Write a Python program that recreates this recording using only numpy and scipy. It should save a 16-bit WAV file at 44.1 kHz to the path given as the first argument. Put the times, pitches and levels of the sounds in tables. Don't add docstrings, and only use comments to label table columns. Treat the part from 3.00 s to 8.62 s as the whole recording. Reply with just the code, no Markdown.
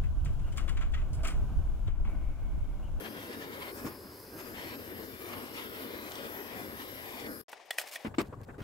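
import sys
import numpy as np
from scipy import signal
from scipy.fft import rfft, irfft, next_fast_len
from scipy.io import wavfile
from scipy.ndimage import uniform_filter1d

SR = 44100
rng = np.random.default_rng(int(sys.argv[2]) if len(sys.argv) > 2 else 0)


def materialize(psi):
    bounded = np.clip(np.atleast_2d(psi).T, -1, 1)
    quanta = np.round(bounded * 32767).astype(np.int16)
    wavfile.write(sys.argv[1], SR, quanta)


N = 247794
T = np.arange(N) / SR
N_FFT = next_fast_len(N)
F = np.maximum(np.arange(N_FFT // 2 + 1) * SR / N_FFT, 1.)
SIDES = np.array([[1], [-1]])

# t/s, roar level/dB, jet level/dB, whistle level/dB, left minus right/dB
TORCH_LEVELS = [(0, -43.5, -55.5, -64, 6), (.22, -45, -57.5, -66, 3.5), (.45, -47, -57, -68, 3.5),
                (.6, -46.5, -55.5, -65, 5), (.84, -48, -53, -62, 3), (.93, -50.5, -55.5, -74, 5),
                (1.12, -47, -58, -78, 2.5), (1.3, -49, -58, -81, 4.5), (1.34, -42.5, -56, -74, -1),
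                (1.42, -47.5, -54, -67, 5.5), (1.65, -44, -60, -61, 4), (2., -44.5, -57, -58, 5),
                (2.2, -47, -56, -59, 5.5), (2.33, -46.5, -55.5, -67, 5), (2.5, -45.5, -57, -63, 4.5),
                (2.7, -44.5, -55, -62, 4.5), (2.85, -46.5, -55, -62, 4), (3.05, -46.5, -56, -63, 4.5),
                (3.2, -46, -57, -66, 5), (3.36, -50.5, -55.5, -57, 4.5), (3.5, -48.5, -57.5, -65, 5.5),
                (3.7, -47, -57, -61.5, 4.5), (3.95, -47, -56.5, -59, 5), (4.2, -50, -58.5, -62, 5.5),
                (4.3, -45, -52.5, -75, 3.5), (4.41, -47.5, -51, -71, 6.5)]
# t/s, whistle f/Hz, jet top gain/dB, lowest roar gain/dB, upper roar gain/dB
TORCH_TIMBRE = [(0, 11950, -4, -0.5, -1), (.4, 12200, -4, -3, -0.5), (.8, 12550, -7, 2, 2),
                (.93, 12400, -4, 0.5, -4), (1.3, 12400, -2, -1, 0), (1.45, 12200, -4, -1, -1),
                (1.75, 12650, 0, -1, -1.5), (2.05, 12450, -3, 1, -3), (2.4, 12500, -3, -0.5, 0.5),
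                (2.8, 12600, -1, -1.5, 0), (3.3, 12500, 0, 0, 2.5), (3.65, 12600, -1, -1.5, 0),
                (4.03, 12700, 1, 2.5, 0), (4.3, 12500, -6, -3, -0.5), (4.41, 12500, -10, -3, -2.5)]
# t/s, stereo width/dB, lean of the jet to the left/dB
TORCH_AIM = [(0, -1, 3), (.42, -0.5, -1), (.55, 0.5, 1), (.76, -1.5, 2), (.9, -2.5, -4), (.94, -5.5, -2),
             (1.36, -7, -1), (1.42, -1.5, 1.5), (1.85, -0.5, 1), (2.3, -0.5, -2), (2.6, 0, 2.5),
             (3.1, -0.5, 1.5), (3.3, 0.5, 6.5), (3.5, 0, 4), (4., 0.5, 4), (4.25, 0, 1), (4.41, -0.5, 3.5)]
def torch():
    roar_db, jet_db, whistle_db, pan_db = curve(TORCH_LEVELS)
    whistle_hz, top_db, lowest_db, upper_roar_db = curve(TORCH_TIMBRE)
    width_db, lean_db = curve(TORCH_AIM)
    low_db, rasp_db, upper_db, sizzle_db, intake_db = impingement()
    flutter = walk(28.13)
    roaring = roar(roar_db, lowest_db, upper_roar_db, flutter)
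    splashing = splash(low_db, rasp_db, upper_db, flutter)
    gas = sizzle(sizzle_db, flutter) + jet(jet_db, top_db, flutter) * pan(lean_db)
    hiss = air_intake(intake_db) + reflections(splashing, 2.4, 200, .12) + reflections(gas, 2.5, 200, .1)
    hiss += whistle(whistle_hz, whistle_db) * pan(lean_db)
    roaring = reflections(roaring, 1.77, 90, .063)
    return stereo_width(roaring * pan(pan_db), .79 * width_db) + stereo_width(hiss * pan(pan_db), width_db)

# f/Hz, level/dB
ROAR_SPECTRUM = [(15, -60), (25, -12.5), (43, -17), (86, -5), (179, -2.5), (236, -0.5), (340, -2),
                 (457, -5), (593, -9), (719, -19), (1000, -22), (1250, -16.5), (1600, -11), (2080, -23),
                 (3520, -120)]
def roar(db, lowest_db, upper_db, flutter):
    flame = port_noise(ROAR_SPECTRUM, .89) * undb(db + .4 * flutter + 1.2 * walk(9) + .6 * walk(45))
    lowest, rest = split(flame, hz=150)
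    middle, upper = split(rest, hz=330)
    return lowest * undb(lowest_db) + middle + upper * undb(upper_db)

# start t/s, end t/s, rasp level/dB, upper rasp gain/dB
FLAME_CONTACTS = [(-.1, 0.72, -49, 0), (1.54, 1.662, -47, -2), (1.664, 1.76, -45.5, -2.5),
                  (1.784, 2.265, -50.5, 0.5), (2.256, 2.649, -49, 0.5), (2.651, 2.899, -48.5, 2.5),
                  (2.9, 3.098, -46.5, 1.5), (3.102, 3.274, -49, 3), (3.274, 3.802, -47, -3),
                  (3.799, 4.281, -47.5, -1)]
# peak t/s, half length/s, splash rise/dB, sizzle rise/dB
HISS_FLARES = [(0.059, 0.021, 9, 4), (0.332, 0.026, 6.5, 5.5), (0.432, 0.029, 7.5, 5),
               (0.543, 0.023, 4.5, 4), (0.789, 0.026, 6.5, 7.5), (0.626, 0.0068, 5, 1),
               (0.632, 0.029, 4.5, 4), (0.688, 0.02, 3, 3), (0.87, 0.02, 8.5, 10.5), (0.908, 0.083, 4, 0.5),
               (1.396, 0.023, 5.5, 6), (1.45, 0.049, 5.5, 2.5), (1.59, 0.032, 4.5, 3), (2.29, 0.019, 3, 3),
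               (2.334, 0.015, 6.5, 6.5), (2.468, 0.03, 3.5, 4), (2.591, 0.039, 7, 7),
               (3.144, 0.23, 1.5, 2.5), (3.548, 0.049, 4.5, 2.5), (3.813, 0.075, 3.5, 4),
               (4.104, 0.02, 2, 5), (4.198, 0.023, 2.5, 2), (4.267, 0.012, 2.5, 0)]
def impingement():
    free_db, free_upper_db = -56.5, -4
    touch_db, upper_db = 0, free_upper_db
    for start, end, contact_db, contact_upper_db in FLAME_CONTACTS:
        touching = soft_step(T - start, .0027) - soft_step(T - end, .0027)
        touch_db += (contact_db - free_db) * touching
        upper_db += (contact_upper_db - free_upper_db) * touching
    flares = np.array([np.exp(-((T - s) / half) ** 2) for s, half, *_ in HISS_FLARES])
    splash_rise, sizzle_rise = np.array(HISS_FLARES)[:, 2:].T @ flares
    low_db = -51.5 + .66 * touch_db + splash_rise
    rasp_db = free_db + touch_db + splash_rise
    sizzle_db = -65 + .19 * touch_db + sizzle_rise
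    intake_db = -62 - .37 * touch_db + .13 * sizzle_rise
    return low_db, rasp_db, upper_db, sizzle_db, intake_db

# f/Hz, level/dB
SPLASH_SPECTRUM = [(530, -9), (900, -7), (965, -5), (1140, -4), (1290, 0.5), (1640, 0.5), (2240, -5),
                   (2650, -7), (3070, -10), (4800, -18), (6240, -45), (10600, -120)]
def splash(low_db, rasp_db, upper_db, flutter):
    low, rest = split(hollows(port_noise(SPLASH_SPECTRUM, .59)), hz=1435)
    rasp, upper = split(rest, hz=2630, order=5)
    bands = low * undb(low_db) + (rasp + upper * undb(upper_db)) * undb(rasp_db)
    return bands * undb(1.1 * flutter + .9 * walk(25.47) - .5 * SIDES)

# t/s, upper notch f/Hz, upper notch gain/dB, lower notch gain/dB
SPLASH_NOTCHES = [(0, 2600, -4, 0), (.25, 2550, -9, -2), (.55, 2600, -7, -6), (.75, 2650, -5, 0),
                  (1., 2750, -2, 0), (1.6, 2600, -1, 0), (1.85, 2500, -11, 0), (2.2, 2520, -11, -2),
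                  (2.4, 2650, -3, 0), (2.9, 2650, -5, -2), (3.3, 2700, -10, -8), (3.7, 2620, -13, -9),
                  (4.1, 2640, -13, -6), (4.41, 2600, -6, 0)]
def hollows(x, half_width_hz=130):
    hz, s, spectra = signal.stft(x, SR, nperseg=1024)
    frames = np.minimum((s * SR).astype(int), N - 1)
    centre_hz, *depths_db = curve(SPLASH_NOTCHES)
    dip_db = 0
    for pitch_ratio, depth_db in zip((1, .6), depths_db):
        offset_hz = hz[:, None] - (pitch_ratio * centre_hz + 50 * walk(8))[frames]
        wavering_db = depth_db * np.clip(1 + .5 * walk(10), 0, 2)
        dip_db += wavering_db[frames] * np.exp(-(offset_hz / half_width_hz) ** 2)
    return signal.istft(spectra * undb(dip_db), nperseg=1024)[1][:, :N]

# f/Hz, level/dB
JET_SPECTRUM = [(5000, -38), (8500, -12), (9810, -7), (10600, -1), (12600, 2), (13600, -0.5), (14300, 3.5),
                (15100, -0.5), (16200, 4)]
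def jet(db, top_db, flutter):
    hiss = port_noise(JET_SPECTRUM, 1) * undb(db + .87 * flutter + .5 * walk(24.63) + SIDES)
    lower, top = split(hiss, hz=13200)
    return lower + top * undb(top_db + 1.2 * walk(7))

# f/Hz, level/dB
SIZZLE_SPECTRUM = [(2820, -61), (4800, -7), (5310, -0.5), (5790, -3), (6960, -7), (8980, -7.5),
                   (10000, -7.5), (13000, -16), (22000, -120)]
def sizzle(db, flutter):
    return port_noise(SIZZLE_SPECTRUM, .13) * undb(db + flutter + .9 * walk(24.56) + 1.8 * SIDES)

# f/Hz, level/dB
INTAKE_SPECTRUM = [(2470, -58), (4200, 4.5), (4700, 3.5), (4950, 12.5), (5300, 7.5), (5600, -13),
                   (5900, -41), (7670, -47), (13000, -120)]
def air_intake(db):
    return port_noise(INTAKE_SPECTRUM, .12, shaded=False) * undb(db + 1.5 * walk(14) - 1.3 * SIDES)

def whistle(hz, db):
    gain = undb(db + 2 * walk(5.9) + 1.3 * SIDES)
    phase = 2 * np.pi * np.cumsum(hz + 90 * walk(5.2)) / SR
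    band = [(1, 0), (250, -1), (550, -9), (1500, -19)]
    return (noise(band, .27) * np.cos(phase) + noise(band, .26) * np.sin(phase)) * gain

# t/s, level/dB
FLUX_POPS = [(1.709, -57), (3.119, -46), (3.1545, -40.5), (3.815, -50), (4.1984, -51)]
# f/Hz, level/dB
POP_SPECTRUM = [(2000, -30), (3500, 7), (4500, -1), (6500, -2), (9000, -9), (13000, -30)]
def flux_spits():
    return noise(POP_SPECTRUM, .46) * pulses(FLUX_POPS, decay_s=.0044) * undb(2.2 * SIDES)

# f/Hz, nominal width/Hz, level/dB
RADIATOR_MODES = [(690, 234, -8), (1436, 67, -10.5), (1910, 203, 1), (2390, 320, 0), (2820, 110, -4.5),
                  (3400, 100, -1), (4070, 120, -10), (4640, 130, -18), (5340, 350, -16), (8840, 760, -12)]
# t/s, level/dB, then gain/dB of the crack, low modes, fourth mode and upper modes
METAL_IMPACTS = [(4.528, -37.5, -30, 3, 0, -6), (4.598, -54, -25, 9, -16, -11),
                 (4.706, -26, -9.5, -5, -8, -3), (4.783, -21, -10, -8, 1.5, -8), (4.795, -38, -1, 0, -5, 4),
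                 (4.812, -45, 0, 7.5, -2, -6), (4.956, -30.5, -16, -9, -1.5, -4)]
# f/Hz, level/dB
CONTACT_SPECTRUM = [(880, -15), (1500, -10), (1920, -7), (2060, -5.5), (3820, -9), (5310, -7.5),
                    (5870, -11), (7530, -10), (12000, -11.5), (13300, -9.5), (16200, -16)]
def metal_clicks(contact_s=.0056):
    out, t = np.zeros((2, N)), np.arange(int(.12 * SR)) / SR
    crack = noise(CONTACT_SPECTRUM, .74)
    wall_tail = undb(-16) * np.exp(-t / .026)
    envelope = np.minimum(t / .0014, 1) * (np.exp(-(t / contact_s) ** 2) + wall_tail)
    for s, db, crack_db, low_db, fourth_db, upper_db in METAL_IMPACTS:
        span = slice(int(s * SR), int(s * SR) + len(t))
        roughness = rng.standard_normal((3, len(t)))
        force = envelope * (roughness[0] + .43 * roughness[1:])
        force[:, int(.0015 * SR)] += 4
        tank = undb(low_db) * ring(force, RADIATOR_MODES[:2])
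        middle = ring(force, RADIATOR_MODES[2:3]) + undb(fourth_db) * ring(force, RADIATOR_MODES[3:4])
        fins = undb(upper_db) * ring(force, RADIATOR_MODES[4:])
        out[:, span] += undb(db) * (tank + middle + fins + undb(crack_db) * envelope * crack[:, span])
    return out * pan(.5)

# t/s, level/dB, thump f/Hz, rattle gain/dB, rattle top f/Hz, length/s, clank f/Hz, clank gain/dB
BENCH_IMPACTS = [(0.846, -27.5, 218, -17, 1990, 0.035, 594, -22),
                 (5.0472, -28, 233, -10, 3380, 0.026, 2150, -23),
                 (5.07, -41.5, 393, -4, 2520, 0.012, 890, -17),
                 (5.078, -34, 205, -16, 3000, .003, 595, -13),
                 (5.14, -42.5, 300, -0.5, 3060, 0.013, 1110, -18),
                 (5.182, -17.5, 281, -13, 5500, 0.013, 7750, -18.5),
                 (5.194, -23, 300, -11, 4500, 0.024, 1100, -12),
                 (5.223, -35.5, 268, -17, 2600, 0.037, 1150, -25),
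                 (5.284, -35, 97, -31, 1000, 0.02, 300, -22),
                 (5.325, -38, 400, -11.5, 1670, 0.016, 1100, -3.5),
                 (5.361, -38.5, 107, -19, 1190, 0.036, 308, -9),
                 (5.403, -38.5, 95, -19, 1490, 0.038, 300, -17),
                 (5.486, -41.5, 198, -6, 2210, 0.028, 1640, -8.5),
                 (5.542, -51, 298, -11, 1980, 0.0046, 1490, 1),
                 (5.581, -36, 216, -16.5, 2500, 0.028, 410, -4.5),
                 (5.602, -31, 146, -19, 3020, 0.025, 375, -17)]
# f/thump f, nominal width/thump f, level/dB
WOOD_MODES = [(1., .4, -1), (1.85, .4, -19.5)]
# f/Hz, level/dB
RATTLE_SPECTRUM = [(300, 11), (700, 0.5), (1200, 5), (2000, 2.5), (2840, -1.5), (5100, -8.5), (7200, -7),
                   (7700, -7), (8200, -13), (16000, -29)]
def knocks(shudder_s=.06):
    out, t = np.zeros((2, N + SR)), np.arange(int(.1 * SR)) / SR
    loose_metal = np.pad(noise(RATTLE_SPECTRUM, .044), ((0, 0), (0, SR)))
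    for s, db, hz, rattle_db, top_hz, length, clank_hz, clank_db in BENCH_IMPACTS:
        span = slice(int(s * SR), int(s * SR) + len(t))
        envelope = burst(t, length, rise=.0022) * np.exp(-t / shudder_s)
        roughness = rng.standard_normal((3, len(t)))
        roughness[0, :40] += 2.2
        force = envelope * (roughness[0] + .3 * roughness[1:])
        thump = ring(force, np.array(WOOD_MODES) * [hz, hz, 1])
        clank = ring(force, [(clank_hz, min(.085 * clank_hz, 160), 0)])
        rattle = signal.lfilter(*signal.butter(4, top_hz, fs=SR), envelope * loose_metal[:, span])
        out[:, span] += undb(db) * (thump + undb(clank_db) * clank + undb(rattle_db) * rattle)
    return out[:, :N] * pan(1.5)

# t/s, length/s, level/dB, change over the length/dB
SCRAPE_STROKES = [(4.492, 0.0094, -55, 0), (4.514, 0.026, -57.5, 1), (4.65, 0.027, -67, 0),
                  (4.714, 0.076, -58, -5), (4.779, 0.032, -39, -6), (4.813, 0.015, -45.5, -1),
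                  (4.853, 0.029, -55, 4.5), (4.884, 0.012, -52, 9), (4.897, 0.018, -60, 2),
                  (4.912, 0.044, -47.5, 4), (4.955, 0.016, -46, -4), (4.983, 0.097, -62, 2),
                  (5.053, 0.036, -65, 0), (5.084, .02, -67, -6), (5.143, 0.04, -65.5, -1),
                  (5.189, 0.031, -48.5, 3.5), (5.219, .012, -55, -2), (5.233, .018, -68, 0),
                  (5.249, 0.034, -63, -3), (5.34, .015, -70, -1), (5.431, 0.017, -61, -1),
                  (5.58, 0.046, -63, 0)]
# t/s, level/dB
DRY_TICKS = [(5.083, -54), (5.149, -51), (5.216, -36), (5.249, -57), (5.283, -58), (5.415, -52),
             (5.449, -56), (5.482, -62), (5.515, -62), (5.582, -61)]
def scrapes(on_bench):
    strokes = 0
    for s, length, db, change_db in SCRAPE_STROKES:
        progress = np.clip((T - s) / length, 0, 1)
        strokes += undb(db + change_db * progress) * burst(T - s, length, rise=.14 * length)
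    strokes *= undb(1.6 * walk(150) + 1.8 * walk(500))
    dull, bright = split(noise(CONTACT_SPECTRUM, .76), hz=5500)
    scraping = (dull + bright * undb(-4.5 * on_bench)) * strokes
    ticks = (dull + bright) * pulses(DRY_TICKS, decay_s=.00049)
    return (scraping + ticks) * undb(.34 * SIDES)

# t/s, level/dB
RUSTLE_LEVELS = [(4.49, -55), (4.71, -56), (4.886, -51), (5.04, -53.5)]
# t/s, gain/dB
RUSTLE_ONSET = [(4.481, -86), (4.483, 1), (4.495, -0.5)]
# f/Hz, level/dB
RUSTLE_SPECTRUM = [(18, -71), (30, -25), (170, -22), (540, 2), (760, 4), (988, -2.5), (1460, -12),
                   (1910, -2.5), (3980, -13), (4530, -16), (4910, -11.5), (8980, -25.5), (11400, -27),
                   (13300, -37), (16000, -32)]
def rustle():
    db = curve(RUSTLE_LEVELS)[0] + curve(RUSTLE_ONSET)[0]
    return noise(RUSTLE_SPECTRUM, .69) * undb(db + 2 * walk(60) + 2.8 * SIDES)

# t/s, level/dB
RUMBLE_LEVELS = [(5.05, -48), (5.242, -49.5), (5.619, -49)]
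# f/Hz, level/dB
RUMBLE_SPECTRUM = [(15, -40), (25, -8), (134, -3), (212, -16.5), (373, -13), (516, -17.5), (1130, -24),
                   (1330, -34), (1520, -26.5), (2160, -41), (5880, -51), (7110, -45), (7710, -43),
                   (8360, -48), (16000, -53)]
def bench_rumble(coherent_below_hz=397):
    coherence = .15 + .85 / (1 + (F / coherent_below_hz) ** 2)
    return noise(RUMBLE_SPECTRUM, coherence) * undb(curve(RUMBLE_LEVELS)[0] + 1.5 * SIDES + 2.8 * walk(30))

def reflections(x, depth_db, width_hz, hold_s):
    spectra = signal.stft(x, nperseg=1024)[2]
    bins, frames = max(int(width_hz * 1024 / SR), 1), max(int(hold_s * SR / 512), 1)
    ripple = rng.standard_normal(spectra.shape[1:])
    for _ in range(2):
        ripple = uniform_filter1d(uniform_filter1d(ripple, bins, axis=0), frames, axis=1)
    return signal.istft(spectra * undb(depth_db * ripple / ripple.std()), nperseg=1024)[1][:, :N]

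# f/Hz, phase/rad
PORT_LEAD = [(1, 0), (520, .8), (1030, .9), (1290, 2.4), (1980, 3.2), (2840, 4.0), (4050, 5.0), (4910, 7.4),
             (5770, 6.9), (6980, 6.3), (16500, 6.3)]
# f/Hz, left minus right/dB
HOUSING_SHADOW = [(300, -0.5), (700, 0.5), (1030, -6.5), (1380, -0.5), (1720, 0.5), (2070, 1), (2410, 1),
                  (2760, -1.5), (3100, -2.5), (3790, 5.5), (4480, -5), (5170, -3), (5510, -3.5),
                  (5860, -2.5), (7580, 0), (8610, -0.5), (9650, 1), (10700, -2), (11700, -1), (12750, -2),
                  (14800, -7.5)]
def port_noise(spectrum, coherence, shaded=True):
    shadow_db = over_frequency(HOUSING_SHADOW) if shaded else 0
    return noise(spectrum, coherence, over_frequency(PORT_LEAD), shadow_db)

def noise(spectrum, coherence, lead_rad=0, shadow_db=0):
    colour = undb(over_frequency(spectrum, outside=-90))
    shared, *diffuse = rfft(rng.standard_normal((3, N_FFT)))
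    direct = np.sqrt(coherence) * shared * np.exp(.5j * lead_rad * SIDES)
    field = direct + np.sqrt(1 - coherence) * np.array(diffuse)
    x = irfft(colour * field * pan(shadow_db), N_FFT)[:, :N]
    return x / np.sqrt(np.mean(x ** 2))

def ring(force, modes):
    response = 0
    for hz, width, db in modes:
        resonator = signal.iirpeak(hz, hz / (1.96 * width), fs=SR)
        response += undb(db) * signal.lfilter(*resonator, signal.lfilter(*resonator, force))
    return response / np.abs(response).max()

def split(x, hz, order=3):
    return [signal.sosfilt(signal.butter(order, hz, kind, fs=SR, output="sos"), x)
            for kind in ("low", "high")]

def walk(rate):
    hold = int(SR / rate)
    return 1.2 * uniform_filter1d(np.repeat(rng.standard_normal(N // hold + 1), hold), hold)[:N]

def pulses(events, decay_s):
    return sum(undb(db) * (T > s) * np.exp(-np.abs(T - s) / decay_s) for s, db in events)

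def burst(t, length, rise):
    return np.clip(t / rise, 0, 1) * soft_step(length - t, .002)

def soft_step(t, edge_s):
    return 1 / (1 + np.exp(np.clip(-t / edge_s, -50, 50)))

def curve(table):
    s, *columns = np.transpose(table)
    return [np.interp(T, s, column) for column in columns]

def over_frequency(table, outside=None):
    hz, values = np.transpose(table)
    return np.interp(np.log(F), np.log(hz), values, left=outside, right=outside)

def stereo_width(x, db):
    mid = x.mean(axis=0)
    return mid + undb(db) * (x - mid)

def pan(db):
    return undb(db * SIDES / 2)

def undb(db):
    return 10 ** (np.asarray(db) / 20)

# t/s, gain/dB
TORCH_CUTOFF = [(4.414, 2), (4.417, -14), (4.436, -20), (4.438, -87)]
def scene():
    flame = (torch() + flux_spits()) * undb(curve(TORCH_CUTOFF)[0])
    on_bench = T > RUMBLE_LEVELS[0][0]
    friction = rustle() * ~on_bench + scrapes(on_bench) + bench_rumble() * on_bench
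    return flame + friction + metal_clicks() + knocks()

def record(dry):
    return signal.sosfilt(signal.ellip(14, .2, 75, 15750, fs=SR, output="sos"), dry)

dry = scene()
out = record(dry)
materialize(out)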